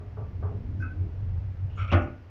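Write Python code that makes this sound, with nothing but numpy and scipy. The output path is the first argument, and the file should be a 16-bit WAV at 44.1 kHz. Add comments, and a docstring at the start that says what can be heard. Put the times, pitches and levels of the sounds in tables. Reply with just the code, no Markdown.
"""Inside a small travelling lift, the car rumbles and booms in swells at its low resonance near 90 Hz.
Three dull thumps come from the shaft; the rollers groan and a guide squeaks in passing.
Near the end the door gear scrapes, then shuts with a rattling clack that rings the cabin.
The rumble dies away, leaving a faint hiss and a thin electrical whine."""
import sys
import numpy as np
from scipy import signal
from scipy.fft import rfft, irfft, next_fast_len
from scipy.io import wavfile
from scipy.ndimage import uniform_filter1d, map_coordinates

SR = 44100
rng = np.random.default_rng(int(sys.argv[2]) if len(sys.argv) > 2 else 0)


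def pcm_store(signal):
    """Save signal as 16-bit PCM."""
    levels = np.round(np.clip(np.atleast_2d(signal), -1, 1) * 32767)
    wavfile.write(sys.argv[1], SR, levels.astype(np.int16).T)


N = 101429
RUB_ATTACK_S, RUB_T60_S = .0037, .078  # squeak onset; release of squeaks and scrapes


def amp(db):
    """Decibels to gain."""
    return 10 ** (np.asarray(db) / 20)


def unit(x):
    """Scale to rms 1."""
    return x / np.sqrt(np.mean(x ** 2) + 1e-20)


def along(points, hz):
    """Read a (frequency [Hz], value) curve on a log axis."""
    freqs, values = np.transpose(points)
    return np.interp(np.log(hz + 1), np.log(freqs + 1), values)


def clock():
    """Time of every sample in seconds."""
    return np.arange(N) / SR


def fader(rows):
    """Gain per sample from (time [s], level [dB]) rows."""
    return amp(np.interp(clock(), *np.transpose(rows)))


def envelope(start, attack, hold, t60):
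    """Linear rise, hold, then an exponential fall."""
    t = clock() - start
    return np.clip(t / attack, 0, 1) * amp(-60 * np.maximum(t - attack - hold, 0) / t60)


def filtered(x, response):
    """EQ x with a gain that is a function of frequency."""
    size = next_fast_len(N + SR // 2)
    return irfft(rfft(x, size) * response(np.fft.rfftfreq(size, 1 / SR)), size)[:N]


def noise(response):
    """Noise of rms 1 through the given EQ."""
    return unit(filtered(rng.standard_normal(N), response))


def coloured(points):
    """Noise with a (frequency [Hz], level [dB]) spectrum."""
    return noise(lambda f: amp(along(points, f)))


def resonant(peaks):
    """Noise in steep (centre [Hz], width [Hz], level [dB]) resonances."""
    return noise(lambda f: sum(amp(db) / (1 + ((f - hz) / width) ** 2) for hz, width, db in peaks))


def steadied(x, share=1.0):
    """Even out a share of a narrow noise's random fading."""
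    power = abs(signal.hilbert(x, next_fast_len(N))[:N]) ** 2 + .1
    return unit(x / power ** (share / 2))


def cabin_decay(x):
    """Let each frequency of x die at the cabin's own speed."""
    # decay of the dense panel ring (frequency [Hz], t60 [s])
    ring_times = [(150, 0.59), (600, 0.41), (1500, 0.36), (2000, .33), (2600, 0.41), (3200, 0.22),
                  (4000, 0.16), (9000, 0.41)]
    hz, t, spectrum = signal.stft(x, SR, nperseg=256)
    decay = amp(-60 * t / along(ring_times, hz)[:, None])
    return signal.istft(spectrum * decay, SR, nperseg=256)[1][:len(x)]


def with_echo(x, room_db):
    """Add the cabin's short reverb to x."""
    tail = cabin_decay(rng.standard_normal(SR // 2))
    return x + amp(room_db) * signal.fftconvolve(x, tail / np.linalg.norm(tail))[:N]


def blow(start, db, corner_hz, colour, modes, attack_s, modes_db, crack_db=None):
    """One contact: dense panel ring, single modes and an optional crack; a lower corner is duller."""
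    # bright crack of a contact (frequency [Hz], level [dB])
    crack_colour = [(200, 13.5), (1200, 5.5), (3000, 5.5), (4200, -12), (6200, -13.5), (7500, -42),
                    (9000, -25.5), (15000, -52)]
    t = np.arange(int(.7 * SR)) / SR
    tones = np.zeros(len(t))
    for hz, mode_db, t60 in modes:
        struck_db = mode_db + rng.normal(0, 1.5)
        tones += amp(struck_db - 60 * t / t60) * np.sin(2 * np.pi * (hz * t + rng.random()))
    ring = cabin_decay(coloured(colour)[:len(t)]) + amp(modes_db) * tones
    if crack_db is not None:
        ring += amp(crack_db - 60 * t / .026) * coloured(crack_colour)[:len(t)]  # t60 of 26 ms
    lowpass = signal.butter(2, corner_hz, fs=SR, output="sos")
    hit = signal.sosfilt(lowpass, ring * (1 - np.exp(-t / attack_s)))
    return amp(db) * np.pad(hit, (round(start * SR), N))[:N]


def car_rumble():
    """The moving car booms in quick swells; a broad rumble follows them more smoothly."""
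    # swells of the ride (time [s], level [dB])
    swells = [(0, -35.5), (.13, -42.5), (.22, -26), (.29, -44), (.47, -26.5), (.63, -33), (.71, -29),
              (.82, -28), (.92, -35), (1.02, -25), (1.16, -36), (1.27, -24), (1.58, -38), (1.65, -23),
              (1.76, -48), (1.83, -19.5), (1.89, -34), (2.02, -27), (2.15, -44.5), (2.3, -50)]
    # car body resonances (centre [Hz], width [Hz], level [dB])
    body_peaks = [(48, 20, -19), (78.7, 5, -10.5), (91.8, 6.2, 8), (104.5, 25, -16.5)]
    # rumble around them (frequency [Hz], level [dB])
    rumble_colour = [(12, -17.5), (25, 3.5), (50, 8), (100, 13), (150, -2), (220, -14.5), (400, -20),
                     (800, -27.5), (2000, -43.5), (4000, -50.5), (7000, -69.5), (10000, -100)]
    swell = fader(swells)
    slow_swell = uniform_filter1d(swell, int(.28 * SR), mode="nearest")
    body = amp(-3.5) * swell * steadied(resonant(body_peaks), share=.61)
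    rumble = amp(-5.5) * slow_swell * coloured(rumble_colour)
    return body + rumble


def car_booms():
    """The hardest blows set the whole car swinging at its low resonance."""
    # booms (start [s], level [dB], hold [s])
    booms = [(.44, -26, .02), (1.921, -16, .034)]
    boom_hz = 89.5
    out = np.zeros(N)
    for start, db, hold in booms:
        swing = np.cos(2 * np.pi * boom_hz * (clock() - start))
        out += amp(db) * envelope(start, .018, hold, t60=.19) * swing
    return out


def door_clack():
    """The mechanism shuts in a quick rattle of contacts; its catch ticks as it settles."""
    # contacts (time [s], level [dB], low-pass corner [Hz])
    contacts = [(1.916, -35, 7080), (1.923, -26.5, 4800), (1.930, -30, 6000), (1.940, -34, 4000),
                (1.945, -29, 1150), (1.972, -34, 1700)]
    # panel colour (frequency [Hz], level [dB])
    panel = [(30, -25), (150, -0.5), (280, 5.5), (440, -6), (560, 2), (800, -1), (950, -12.5), (1250, 2.5),
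             (1480, -8.5), (1620, -8), (1850, -8), (2100, -7.5), (2650, -11.5), (3300, -14), (3900, -27),
             (6000, -35.5), (8000, -48), (15000, -50)]
    # cabin modes (frequency [Hz], level [dB], t60 [s])
    cabin_modes = [(135, -5, .3), (199.5, -3, .38), (252, 1, .38), (286, -4, .3), (339, 0, .38),
                   (551, 3, .3), (597, -1, .4), (682, -7, .28), (797, 1, .31), (1102, -2, .28),
                   (1224, 1, .28), (1297, -7, .34), (1355, -6, .27), (1453, -5, .48), (1534, -9, .52),
                   (1792, -6, .2), (2299, -9, .36), (2492, -9, .36), (2660, -7, .33)]
    # ticks of the catch (time [s], level [dB])
    catch_ticks = [(1.943, -74), (2.018, -62.5)]
    # its resonances (centre [Hz], width [Hz], level [dB])
    catch_peaks = [(3080, 150, 8), (4450, 69, -1), (5640, 240, -2), (6720, 450, -10), (9050, 120, -16)]
    rattle = sum(blow(start, db, corner, panel, cabin_modes, attack_s=.0016, modes_db=-7.5, crack_db=9.5)
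                 for start, db, corner in contacts)
    ticks = sum(amp(db) * envelope(start, .001, hold=0, t60=.15) * resonant(catch_peaks)
                for start, db in catch_ticks)
    return rattle + ticks


def shaft_thumps():
    """Soft knocks on a panel in the shaft, bunched into three thumps."""
    # knocks (time [s], level [dB], low-pass corner [Hz])
    knocks = [(.005, -48.5, 884), (0.167, -43.5, 1400), (.2, -50, 1300), (0.422, -41, 1500),
              (0.443, -45, 1264), (.487, -44, 650), (0.52, -39, 400)]
    # panel colour (frequency [Hz], level [dB])
    panel = [(30, -8.5), (90, -1), (200, 5.5), (330, -1), (415, 0.5), (520, 3.5), (640, 5), (850, 3),
             (1000, -3), (1180, 1.5), (1600, -7.5), (2000, -16.5), (3000, -22.5), (8000, -58)]
    # panel modes (frequency [Hz], level [dB], t60 [s])
    modes = [(410, 4, .4), (436, 2, .36), (555, -7, .28), (1165, -3, .32)]
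    return sum(blow(start, db, corner, panel, modes, attack_s=.005, modes_db=-5)
               for start, db, corner in knocks)


def guide_squeaks():
    """A guide catches several times in passing, each time at a slightly different pitch."""
    # squeaks (start [s], hold [s], level [dB], pitch [ratio])
    squeaks = [(0.801, .05, -47.5, 1), (0.823, 0.006, -35, 1), (.825, .04, -49.5, .87),
               (.842, .024, -44.5, .98), (.884, .034, -50.5, 1.003)]
    # guide partials (centre [Hz], width [Hz], level [dB])
    partials = [(1530, 28, 0), (2080, 90, -25), (2530, 45, -23)]
    out = np.zeros(N)
    for start, hold, db, pitch in squeaks:
        tone = sum(amp(partial_db) * steadied(resonant([(hz * pitch, width, 0)]))
                   for hz, width, partial_db in partials)
        out += amp(db) * envelope(start, RUB_ATTACK_S, hold, RUB_T60_S) * tone
    return with_echo(out, room_db=-12)


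def metal_scrapes():
    """Rubbing metal sings in unsteady partials: the door gear and thin slides."""
    # door gear scrapes (start [s], rise [s], hold [s], level [dB])
    scrapes = [(1.769, 0.018, 0.044, -40), (1.828, 0.013, 0.012, -41.5), (1.867, 0.013, 0.045, -44)]
    # gear resonances (centre [Hz], width [Hz], level [dB])
    gear_peaks = [(586, 130, -15.5), (1207, 55, -4), (1355, 69, 1.5), (2230, 100, -8), (2440, 160, -16.5),
                  (3110, 280, -19.5), (4310, 80, -36), (5540, 110, -30.5), (7120, 400, -48)]
    # hissing slides (start [s], rise [s], hold [s], level [dB], centre [Hz], width [Hz])
    slides = [(0.791, 0.014, .02, -71.5, 5300, 1000), (0.797, 0.053, 0.04, -59, 2560, 56),
              (1.695, 0.012, 0.094, -65.5, 2850, 286), (1.755, .006, .03, -74, 6740, 280),
              (1.806, 0.014, 0.0092, -62, 3120, 279), (1.882, 0.024, .015, -44, 2400, 111),
              (1.899, 0.011, 0.017, -40, 2654, 130)]
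    out = np.zeros(N)
    for start, rise, hold, db in scrapes:
        out += amp(db) * envelope(start, rise, hold, RUB_T60_S) * resonant(gear_peaks)
    for start, rise, hold, db, hz, width in slides:
        out += amp(db) * envelope(start, rise, hold, RUB_T60_S) * resonant([(hz, width, 0)])
    return with_echo(out, room_db=-6)


def roller_drone():
    """The guide rollers drive a low drone that builds, then fades."""
    # drone fader (time [s], level [dB])
    rolling = [(0, -58.5), (.4, -51.5), (.58, -50.5), (.85, -48.5), (1.07, -57), (1.16, -60), (2.3, -73.5)]
    # driven resonances (centre [Hz], width [Hz], level [dB])
    peaks = [(189, 13, 2.5), (264, 5.7, -6.5), (322, 110, -9.5)]
    return fader(rolling) * steadied(resonant(peaks), share=.17)


def roller_groans():
    """In each groan a roller holds one low note for a moment."""
    # groans (start [s], hold [s], level [dB], pitch [Hz])
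    groans = [(0.553, .29, -49.5, 243), (0.754, 0.065, -49.5, 308.6), (0.84, 0.0071, -50, 256),
              (0.908, 0.16, -50.5, 300), (0.986, 0.063, -55.5, 408), (1.016, 0.0078, -53, 340)]
    width_hz = 11
    return sum(amp(db) * envelope(start, .03, hold, t60=.13) * steadied(resonant([(hz, width_hz, 0)]))
               for start, hold, db, hz in groans)


def air_and_whine():
    """A steady bed of air noise and a thin electrical whine."""
    # air and hiss (frequency [Hz], level [dB])
    air_colour = [(100, 8), (200, 5.5), (330, 4), (600, 2.5), (1000, -2), (2000, -6.5), (2900, -12),
                  (3800, -20), (5200, -20.5), (6500, -27.5), (8200, -40), (15000, -40)]
    whine_hz, wobble_knots_per_s = 12349, 22
    phase_wobble = map_coordinates(rng.standard_normal(64), [clock() * wobble_knots_per_s], mode="wrap")
    whine = unit(np.sin(2 * np.pi * whine_hz * clock() + phase_wobble))
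    return amp(-57.5) * coloured(air_colour) + amp(-95) * whine


def scene():
    """Everything heard in the cabin, mixed to mono."""
    travel = car_rumble() + roller_drone() + roller_groans()
    events = shaft_thumps() + car_booms() + guide_squeaks() + metal_scrapes() + door_clack()
    return (travel + events + air_and_whine())[None]


def record(dry):
    """A brick-wall high cut at 15.5 kHz."""
    return filtered(dry[0], lambda hz: hz < 15500)[None]


dry = scene()
out = record(dry)
pcm_store(out)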